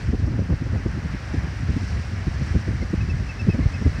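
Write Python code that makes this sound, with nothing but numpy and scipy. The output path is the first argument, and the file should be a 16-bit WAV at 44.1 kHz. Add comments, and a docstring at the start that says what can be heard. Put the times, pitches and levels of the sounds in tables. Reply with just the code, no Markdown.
"""A windy rocky shore, heard from one microphone near the water.
From the start, surf roars steadily on the outer reefs while small waves wash and fizz over the near rocks.
All along, wind rumbles on the microphone and strong eddies hit it in short buffets.
Towards the end, two distant shorebirds give short, slightly falling pips."""
import sys
import numpy as np
from scipy import signal
from scipy.fft import rfft, irfft
from scipy.io import wavfile
from scipy.ndimage import uniform_filter1d

SR = 44100
rng = np.random.default_rng(int(sys.argv[2]) if len(sys.argv) > 2 else 0)


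def wav_record(signal):
    """Record a signal, one row per channel, as 16-bit PCM in the file named by sys.argv[1]."""
    frames = np.transpose(np.atleast_2d(signal))
    bounded = np.clip(frames, -1, 1)
    # unit amplitude maps onto the largest positive 16-bit level
    quanta = np.round(bounded * 32767).astype(np.int16)
    wavfile.write(sys.argv[1], SR, quanta)


N = 176400
TIME = np.arange(N) / SR


def from_db(db):
    """Decibels to gain."""
    return 10 ** (np.asarray(db) / 20)


def unit_rms(x):
    """Scale to an rms of 1."""
    return x / np.sqrt(np.mean(x ** 2) + 1e-20)


def in_time(rows):
    """Each column of a curve, at every sample."""
    time_s, *columns = np.transpose(rows)
    return [np.interp(TIME, time_s, column) for column in columns]


def drift(rate_hz):
    """A smooth random wander with a spread of 1."""
    step, settle = 40, 2000
    pole = np.exp(-2 * np.pi * rate_hz * step / SR)
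    white = rng.standard_normal(N // step + settle + 2)
    slow = signal.lfilter([1], [1, -2 * pole, pole * pole], white)[settle:]
    return np.interp(np.arange(N) / step, np.arange(len(slow)), unit_rms(slow))


def noise(spectrum):
    """Noise of the given colour, rms 1."""
    hz, db = np.transpose(spectrum)
    bins_hz = np.maximum(np.fft.rfftfreq(N, 1 / SR), 1)
    gain = from_db(np.interp(np.log(bins_hz), np.log(hz), db))
    return unit_rms(irfft(rfft(rng.standard_normal(N)) * gain, N))


def turbulence(spectrum, even_s):
    """Random pressure swings whose strength is kept even over the given time."""
    swings = noise(spectrum)
    power = np.abs(signal.hilbert(swings)) ** 2
    window = max(int(even_s * SR), 1)
    local_power = uniform_filter1d(uniform_filter1d(power, window), window)
    return unit_rms(swings / np.sqrt(local_power + 1e-3))


def churn(x, patchy_db, rate_hz):
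    """Let every half octave swell and sink by itself."""
    half_octaves = 2 * np.log2(np.clip(np.fft.rfftfreq(N, 1 / SR), 250, 16000) / 250)
    spectrum, out = rfft(x), 0
    for k in range(13):
        band = irfft(spectrum * np.maximum(1 - np.abs(half_octaves - k), 0), N)
        out += band * from_db(patchy_db * drift(rate_hz))
    return unit_rms(out)


def microphone_hiss():
    """The microphone's own faint, nearly white noise."""
    return from_db(-75) * noise([(2000, 0.012), (15500, 0.0029)])


def spray(drops_per_s=900, ring_cycles=3.9):
    """Drops and bursting foam on the near rocks: tiny clicks that ring for a few cycles."""
    sizes = from_db(3 * np.minimum(rng.exponential(1, N), 4)) * rng.choice([-1, 1], N)
    clicks = sizes * (rng.random(N) < drops_per_s / SR)
    pitch_index, out = rng.integers(0, 16, N), 0
    for k, pitch_hz in enumerate(np.geomspace(1400, 6500, 16)):
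        pole = from_db(-60 * pitch_hz / (ring_cycles * SR))
        angle = 2 * np.pi * pitch_hz / SR
        drops = clicks * (pitch_index == k) + 1e-18
        out += signal.lfilter([0, np.sin(angle)], [1, -2 * pole * np.cos(angle), pole * pole], drops)
    return unit_rms(signal.sosfilt(signal.butter(4, 9000, fs=SR, output="sos"), out))


# Colour of the far breakers and of the near wash: frequency_hz, relative_db
ROAR_SPECTRUM = [(100, -27), (300, 4), (500, -0.5), (750, 2), (1000, -0.5), (1300, 1), (1650, 4.5),
                 (2000, 3), (2400, -2.5), (2800, -7.5), (3300, -14.5), (4500, -49), (8000, -49)]
WASH_SPECTRUM = [(1500, -32), (2600, 4.5), (3400, -1), (4200, 2.5), (5400, 4), (5900, 3.5), (6150, -3),
                 (7200, -8), (8600, -11), (9500, -15.5), (10300, -23), (12000, -28.5), (15500, -28)]
# Rise and fall of the sea, before the trims: time_s, roar_db, wash_db
SURF_LEVELS = [(0, -38.5, -46), (.15, -43, -49.5), (.35, -42.5, -50.5), (.7, -41, -49.5),
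               (1.05, -40.5, -48), (1.35, -37.5, -46), (1.55, -39.5, -47.5), (1.9, -39, -44.5),
               (2.2, -39.5, -47.5), (2.48, -39, -45), (2.7, -39.5, -47), (2.95, -40, -47.5),
               (3.25, -40.5, -47.5), (3.6, -39.5, -47), (4, -40, -45.5)]


def surf(roar_trim_db=-1.5, wash_trim_db=-3):
    """Breakers roar far out on the reefs; close by, the water hisses and throws spray."""
    roar_db, wash_db = in_time(SURF_LEVELS)
    roar = churn(noise(ROAR_SPECTRUM), patchy_db=1.1, rate_hz=8.1)
    wash = churn(noise(WASH_SPECTRUM), patchy_db=1.0, rate_hz=35) + from_db(-4.5) * spray()
    return from_db(roar_db + roar_trim_db) * roar + from_db(wash_db + wash_trim_db) * wash


# Calls of two birds far along the shore: start_s, length_s, pitch_hz, level_db, octave_relative_db
BIRD_PIPS = [(2.816, 0.019, 2130, -37, -14), (3.003, 0.021, 2596, -39.5, -13),
             (3.093, 0.025, 2635, -39.5, -11), (3.286, 0.032, 2643, -39.5, -15),
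             (3.39, 0.03, 2650, -38, -13), (3.491, 0.044, 2590, -41, -12.5),
             (3.619, .038, 2100, -42, -14.5), (3.733, .036, 2580, -42.5, -7),
             (3.841, 0.018, 2080, -39.5, -16), (3.953, 0.024, 2600, -46, -10)]


def shorebirds(edge_s=0.0078, echo_db=-10, echo_t60_s=0.26):
    """Distant arching, falling whistles with a weaker octave, scattered by rocks and water."""
    arch, fall, waver = .04, .028, .01 * drift(159)  # shares of the pitch
    pips = 0
    for start_s, length_s, pitch_hz, level_db, octave_db in BIRD_PIPS:
        from_middle = np.clip((TIME - start_s) / length_s, 0, 1) - .5
        bend = 1 - fall * from_middle - 2 * arch * from_middle ** 2 + waver
        phase = 2 * np.pi * np.cumsum(pitch_hz * bend) / SR
        envelope = np.clip(np.minimum(TIME - start_s, start_s + length_s - TIME) / edge_s, 0, 1)
        whistle = np.sin(phase) + from_db(octave_db) * np.sin(2 * phase)
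        pips += from_db(level_db) * np.sqrt(2) * envelope * whistle
    scatter = rng.standard_normal(SR // 2) * from_db(-60 * TIME[:SR // 2] / echo_t60_s)
    echo = signal.fftconvolve(pips, scatter / np.linalg.norm(scatter))[:N]
    return pips + from_db(echo_db) * echo


# Colours of the wind right on the microphone, low to high: frequency_hz, relative_db
RUMBLE_SPECTRUM = [(18, -56), (30, -28), (41, -11), (52, -2.5), (75, -0.5), (105, -2.5), (150, -12),
                   (220, -21.5), (400, -48), (800, -69)]
THUMP_SPECTRUM = [(25, -47), (42, -10), (60, 6.5), (90, 6), (125, 4), (170, -9), (260, -35.5), (500, -68.5)]
FLUTTER_SPECTRUM = [(90, -18.5), (150, 2), (200, 4), (290, -3.5), (370, -11.5), (500, -32), (900, -70.5)]
RASP_SPECTRUM = [(220, -33), (380, 2), (510, 0), (640, -7), (800, -18), (1200, -20), (3000, -70)]
# Strength of the wind between buffets: time_s, relative_db
WIND_STRENGTH = [(0, -30.5), (.2, -25), (.45, -25.5), (.58, -32), (.72, -23.5), (.92, -29), (1.2, -34.5),
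                 (1.4, -26), (1.62, -29), (1.92, -26), (2.05, -29.5), (2.5, -27.5), (2.75, -25),
                 (2.88, -29.5), (3.02, -26.5), (3.24, -26.5), (3.32, -33.5), (3.42, -25.5), (3.75, -28.5),
                 (4, -25.5)]
# Strong eddies on the microphone, before the trims: centre_s, half_width_s, thump_db, flutter_db, rasp_db
WIND_BUFFETS = [(0.092, 0.02, -12.5, -19.5, -42), (0.139, 0.02, -13.5, -15.5, -27),
                (0.253, 0.053, -20, -33, -46), (0.279, 0.0098, -20, -19, -29.5),
                (0.33, 0.06, -22, -27, -45), (.392, 0.0181, -21, -18.5, -28),
                (.422, 0.011, -40, -20.5, -33), (0.503, 0.02, -18, -16.5, -32),
                (0.529, .018, -14, -21.5, -30), (0.622, 0.016, -31, -18.5, -46),
                (0.67, 0.015, -23.5, -27, -35), (0.754, .035, -20, -26.5, -34.5),
                (0.864, 0.012, -18, -16, -30.5), (0.975, 0.042, -23, -25, -41),
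                (1.055, 0.017, -16.5, -23, -38), (1.145, 0.017, -20.5, -23.5, -43),
                (1.343, 0.012, -23.5, -16.5, -34), (1.371, 0.024, -19.5, -29, -42.5),
                (1.693, 0.011, -16.5, -20.5, -34), (1.769, 0.016, -18.5, -17.5, -38.5),
                (2.276, 0.014, -13, -18.5, -45), (2.42, 0.017, -18.5, -21, -37.5),
                (2.556, 0.02, -13, -17.5, -27.5), (2.689, 0.013, -34, -19, -50),
                (2.826, 0.018, -26, -20, -34), (2.939, 0.012, -20, -12.5, -28),
                (2.976, 0.0075, -15, -33, -52), (3.025, 0.035, -18.5, -26, -52),
                (3.09, 0.011, -23, -20.5, -51), (3.144, 0.019, -14.5, -31, -52),
                (3.473, 0.011, -26, -18.5, -32), (3.492, 0.013, -9, -11, -24),
                (3.548, 0.017, -20, -19, -31.5), (3.593, 0.015, -33, -14, -29),
                (3.664, 0.012, -7, -25.5, -32.5), (3.822, 0.018, -19, -20, -33.5),
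                (3.866, 0.019, -10, -15.5, -25.5)]


def wind(top_hz=2500):
    """Air on the microphone: a lumpy rumble, small eddies, and buffets of thump, flutter and rasp."""
    strength_db, = in_time(WIND_STRENGTH)
    lumps = drift(20.6)
    rumble = from_db(strength_db + 3 * lumps + 0.7) * turbulence(RUMBLE_SPECTRUM, even_s=0.039)
    eddy_db = strength_db - 13 + 3 * (0.97 * lumps + 0.87 * drift(18))
    eddies = noise(FLUTTER_SPECTRUM) + from_db(-13) * noise(RASP_SPECTRUM)
    out = rumble + from_db(eddy_db) * eddies
    # A buffet's higher parts are shorter than its thump: sound, trim_db, width_share
    parts = [(turbulence(THUMP_SPECTRUM, even_s=0.03), -2.5, 1),
             (turbulence(FLUTTER_SPECTRUM, even_s=0.0094), -4, 0.85),
             (turbulence(RASP_SPECTRUM, even_s=0.0081), -3.5, 0.87)]
    for centre_s, half_width_s, *levels_db in WIND_BUFFETS:
        for (sound, trim_db, width_share), level_db in zip(parts, levels_db):
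            from_centre = (TIME - centre_s) / (half_width_s * width_share)
            swell = np.exp(-2 * np.minimum(from_centre ** 2, 20))
            out += from_db(level_db + trim_db) * swell * sound
    return signal.sosfilt(signal.butter(4, top_hz, fs=SR, output="sos"), out)


def scene():
    """Wind, sea and birds at one microphone on the shore."""
    return (wind() + surf() + shorebirds() + microphone_hiss())[None]


def record(dry):
    """The deepest bass and the top are cut."""
    low_cut = signal.butter(5, 33, "high", fs=SR, output="sos")
    high_cut = signal.ellip(10, .1, 80, 15700, fs=SR, output="sos")
    return signal.sosfilt(high_cut, signal.sosfilt(low_cut, dry))


dry = scene()
out = record(dry)
wav_record(out)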